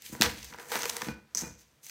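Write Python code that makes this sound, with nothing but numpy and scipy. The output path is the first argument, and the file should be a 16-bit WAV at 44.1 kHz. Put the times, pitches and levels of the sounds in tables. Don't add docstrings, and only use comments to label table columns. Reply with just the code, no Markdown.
import sys
import numpy as np
from scipy import signal
from scipy.fft import rfft, irfft, next_fast_len
from scipy.io import wavfile

SR = 44100
rng = np.random.default_rng(int(sys.argv[2]) if len(sys.argv) > 2 else 0)


def transcribe(u):
    v = np.clip(np.atleast_2d(u).T, -1, 1)
    q = np.round(v * 32767).astype(np.int16)
    wavfile.write(sys.argv[1], SR, q)


N = 83790

# (low edge [Hz], high edge [Hz])
FILM_BANDS = [(400, 1900), (1900, 4800), (4800, 7800), (7800, 15800)]
# (frequency [Hz], level [dB], time to fall 60 dB [s])
COUNTER_MODES = [(149.6, -15.5, 0.17), (220.3, -3.5, 0.066), (304, -4.5, 0.037), (490, -14, 0.06)]


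def amp(db):
    return 10 ** (np.asarray(db) / 20)


def rms_one(x):
    return x / np.sqrt(np.mean(x ** 2) + 1e-20)


def in_time(rows):
    s, *columns = np.transpose(rows)
    return [np.interp(np.arange(N) / SR, s, column) for column in columns]


def band(x, low, high):
    return signal.sosfilt(signal.butter(4, [low, high], "band", fs=SR, output="sos"), x)


def drift(rate_hz):
    settle = 4000
    r = np.exp(-2 * np.pi * rate_hz / SR)
    wander = signal.lfilter([1], [1, -2 * r, r * r], rng.standard_normal(N + settle))
    return rms_one(wander[settle:])


def ring(force, modes):
    out = 0
    for hz, db, t60 in modes:
        r = amp(-60 / (max(t60, .01) * SR))
        w = 2 * np.pi * hz / SR
        resonator = [1, -2 * r * np.cos(w), r * r]
        out = out + amp(db) * signal.lfilter([0, np.sin(w)], resonator, force + 1e-18)
    return out


def crackle(rate, spread_db, shape):
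    size = amp(spread_db * np.minimum(rng.exponential(1, shape), 5))
    sign = rng.choice([-1, 1], shape)
    return size * sign * (rng.random(shape) < rate / SR)


def humped(x):
    # (frequency [Hz], width [Hz], extra gain [linear])
    resonances = [(2240, 3600, 0.29), (6190, 500, 3.6)]
    extra = sum(gain * signal.lfilter(*signal.iirpeak(hz, hz / width, fs=SR), x)
                for hz, width, gain in resonances)
    return x + extra


def hush():
    # (frequency [Hz], relative level per Hz [dB])
    tone_spectrum = [(18, -52), (30, -50.5), (153, 12.5), (170, -4), (364, -3), (866, -6.5), (1720, -8),
                     (3580, -11.5), (16000, -20.5)]
    hz, db = np.transpose(tone_spectrum)
    f = np.maximum(np.arange(N // 2 + 1) * SR / N, 1)
    shape = amp(np.interp(np.log(f), np.log(hz), db))
    tone = irfft(rfft(rng.standard_normal(N)) * shape, N)
    return amp(-69) * rms_one(tone)


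def room(x):
    t60_s, wall_cut_hz = 0.42, 8600
    size = next_fast_len(2 * N)
    w = 2 * np.pi * np.arange(size // 2 + 1) / size
    dull = np.exp(-2 * np.pi * wall_cut_hz / SR)
    wall = (1 - dull) / (1 - dull * np.exp(-1j * w))
    lags = np.geomspace(.013, .041, 10) * rng.uniform(.96, 1.04, 10) * SR
    total = 0
    for k, lag in enumerate(lags):
        loss = amp(-60 * lag / SR / t60_s) * wall ** (lag / SR * 20)
        loop = loss * np.exp(-1j * w * lag)
        total = total + (-1) ** k * loop / (1 - loop)
    return irfft(rfft(x, size) * total, size)[:N]


def drag():
    # (time [s], counter level [dB], cupboard level [dB])
    drag_levels = [(0.07, -72, -71), (0.142, -49, -55), (0.19, -56, -68), (0.214, -36, -62),
                   (0.274, -40.5, -35), (0.322, -49.5, -53), (0.47, -64.5, -52.5), (0.52, -56, -86),
                   (0.68, -65.5, -77), (0.78, -52, -59), (0.89, -56.5, -76), (1.04, -61, -74.5),
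                   (1.098, -43.5, -42), (1.296, -78.5, -80.5), (1.41, -58.5, -57.5), (1.454, -45.5, -46.5),
                   (1.624, -77.5, -71), (1.9, -78.5, -85)]
    # (frequency [Hz], level [dB], time to fall 60 dB [s])
    cupboard_modes = [(66, 0, 0.12)]
    out = 0
    for db, modes in zip(in_time(drag_levels), [COUNTER_MODES, cupboard_modes]):
        out = out + amp(db) * rms_one(ring(rng.standard_normal(N), modes))
    return out


def knocks():
    # (time [s], push level [dB], rim drive relative to the push [dB])
    bowl_hits = [(0.097, -41.5, -34), (0.126, -28.5, -33), (0.2047, -16.5, -43), (0.523, -50, -11),
                 (0.755, -33, -29), (1.026, -35, -39), (1.068, -30, -32.5), (1.084, -23.5, -17.5),
                 (1.357, -40.5, -17.5), (1.422, -32, -22), (1.434, -25, -17.5)]
    # (frequency [Hz], level [dB], time to fall 60 dB [s])
    bowl_modes = [(891, -5, 0.24), (1490, -6, 0.26), (1520, -6, 0.26), (1976, -12, 0.15), (2437, -6, 0.18),
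                  (4005, -11, 0.09)]
    softness_hz, chatter_s = 503, 0.01
    s, db, rim_db = np.transpose(bowl_hits)
    at = (s * SR).astype(int)
    push, tap = np.zeros((2, N))
    push[at] = amp(db)
    tap[at] = amp(db + rim_db)
    r = np.exp(-2 * np.pi * softness_hz / SR)
    soft_push = signal.lfilter([(1 - r) ** 2], [1, -2 * r, r * r], push)
    thud = band(ring(soft_push, COUNTER_MODES), 130, 4000)
    fade = np.exp(-1 / (chatter_s * SR))
    envelope = np.sqrt(1 - fade ** 2) * signal.lfilter([1], [1, -fade], tap)
    chatter = envelope * rng.standard_normal(N)
    unevenness = amp(1.9 * drift(30))
    return thud + unevenness * ring(chatter, bowl_modes)


def skin(force):
    # (frequency [Hz], level [dB], time to fall 60 dB [s])
    skin_modes = [(495, -4.5, 0.14), (998, -7, 0.11)]
    return amp(-37.5) * ring(force, skin_modes)


def rustle():
    # (time [s], bright level [dB], dull level [dB], body level [dB], air level [dB])
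    grips = [
        [(0.0, -67, -76, -68.5, -73), (0.06, -54, -69, -50.5, -48), (0.118, -58, -65.5, -61, -56),
         (0.128, -53, -58.5, -56.5, -50), (0.19, -64.5, -57.5, -60, -60), (0.205, -57, -54, -59, -61)],
        [(0.226, -38, -40.5, -25, -30.5), (0.248, -41.5, -33, -34.5, -40.5), (0.334, -57, -52.5, -49.5, -54.5),
         (0.47, -54, -63, -54.5, -57.5), (0.578, -65.5, -56.5, -64.5, -66.5), (0.6, -58, -49.5, -56.5, -55),
         (0.672, -62, -58, -65.5, -59.5), (0.7, -50.5, -53.5, -54, -49.5)],
        [(0.719, -46, -36.5, -42, -42.5), (0.81, -45, -43, -45, -46.5), (0.905, -48, -51, -50, -46.5),
         (0.911, -51.5, -50.5, -50.5, -49.5), (1.083, -53, -47, -51.5, -53),
         (1.237, -90.5, -75.5, -79.5, -94.5), (1.33, -77.5, -73, -76, -80)],
        [(1.354, -35.5, -48.5, -57.5, -40.5), (1.366, -39.5, -65, -56.5, -58)],
        [(1.374, -31, -52, -49, -43), (1.446, -46.5, -50, -57.5, -54.5), (1.568, -64, -72, -75, -76),
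         (1.614, -62.5, -74.5, -67, -64), (1.645, -71, -81, -73.5, -78.5), (1.81, -84.5, -83.5, -88, -85),
         (1.836, -56.5, -79, -64, -54.5), (1.9, -55.5, -66.5, -55, -53.5)],
    ]
    crackles_per_s, spread_db, flicker_db = 9000, 3, 1.1
    grains = humped(crackle(crackles_per_s, spread_db, N))
    rows = []
    for grip in grips:
        if rows:
            rows.append((grip[0][0] - .004, *rows[-1][1:]))
        rows += list(grip)
    bright, dull, body, air = in_time(rows)
    shared = drift(55)
    out = 0
    for db, edges in zip([dull, body, bright, air], FILM_BANDS):
        flicker = flicker_db * (shared + drift(38))
        out = out + amp(db + flicker) * rms_one(band(grains, *edges))
    return out


def snaps():
    # (time [s], bright level [dB], then dull, body and air levels relative to bright [dB])
    creases = [(0.0204, -39, -38, -8, 3.5), (0.0616, -35.5, -28, 1, -3), (0.1494, -44, 9.5, -1, -12),
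               (0.211, -18.5, -7.5, 6, 6), (0.2198, -7, -7.5, -3, -9), (0.2299, -28, -15, 7, -10),
               (0.2367, -19.5, -7, -13, -16), (0.4282, -34.5, -33, -2, -15), (0.444, -35.5, -32, -10, 1.5),
               (0.5251, -46.5, 9.5, -11, -6), (0.5365, -50.5, -2, 13, 2), (0.5438, -47.5, 13, -2, -2),
               (0.5848, -44.5, 9.5, -5, -10), (0.597, -42.5, 2.5, 2, 0), (0.6472, -51, -7, -10, -9),
               (0.704, -37, -1.5, -6, 1), (0.7178, -31.5, 3.5, 1.5, 6), (0.7547, -25.5, 4, 3, -6),
               (0.767, -39, 10, 3, -8), (0.82, -21.5, -15, -10, -10), (0.8316, -23, -6, -1.5, -3),
               (0.8397, -29, -3, -5, -7), (0.8543, -25, -1, 1, -2), (0.8806, -37, -30, -32, -17),
               (0.8967, -18.5, -13, -6, -1.5), (0.894, -23, -13.5, -2.5, -7),
               (0.9664, -23.5, -8.5, -6.5, 0.5), (1.01, -36, 3, -2, -8), (1.0178, -25, 1, -1, -4),
               (1.0849, -36, 7, 1, -14), (1.348, -13.5, -26.5, -26.5, -14.5),
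               (1.3712, -13.5, -37, -53.5, -22.5), (1.376, -26.5, -44, -17, -16),
               (1.3889, -29.5, -39, -20, -9.5), (1.83, -52, -28, -6, -13), (1.8446, -39, -37.5, -25, -5),
               (1.8655, -32.5, -25, -10, -3.5), (1.8954, -32.5, -21, -4, -5)]
    decays = [0.0035, 0.0018, 0.00097, 0.00089]
    rise_s, grain_spread_db = .0009, 4.5
    length = 1200
    t = np.arange(length) / SR - rise_s
    out = np.zeros(N + length)
    grains = crackle(SR / 2, grain_spread_db, (len(creases), length))
    grains[:, int(rise_s * SR)] = 6
    grains = grains * np.clip(1 + t / rise_s, 0, 1) ** 3
    for (s, db, dull, body, air), burst in zip(creases, grains):
        i = int(s * SR)
        for rel_db, tau, edges in zip([dull, body, 0, air], decays, FILM_BANDS):
            dying = burst * np.exp(-np.maximum(t, 0) / tau)
            part = band(humped(dying), *edges)
            strength = np.sqrt(np.sum(part ** 2) / (tau * SR))
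            out[i:i + length] += amp(db + rel_db) * part / strength / 2
    return out[:N]


def scene():
    hits, film = snaps(), rustle()
    near = hits + knocks() + drag() + skin(hits + film)
    echo = amp(-21.5) * room(near)
    return (near + film + echo + hush())[None]


def record(dry):
    low_cut_hz, top_cut_hz = 59.6, 16700
    dip_hz, dip_width_hz, dip_depth = 10400, 900, .4
    x = signal.sosfilt(signal.butter(4, low_cut_hz, "high", fs=SR, output="sos"), dry)
    dip = signal.lfilter(*signal.iirpeak(dip_hz, dip_hz / dip_width_hz, fs=SR), x)
    x = x - dip_depth * dip
    return signal.sosfilt(signal.cheby2(14, 70, top_cut_hz, fs=SR, output="sos"), x)


dry = scene()
out = record(dry)
transcribe(out)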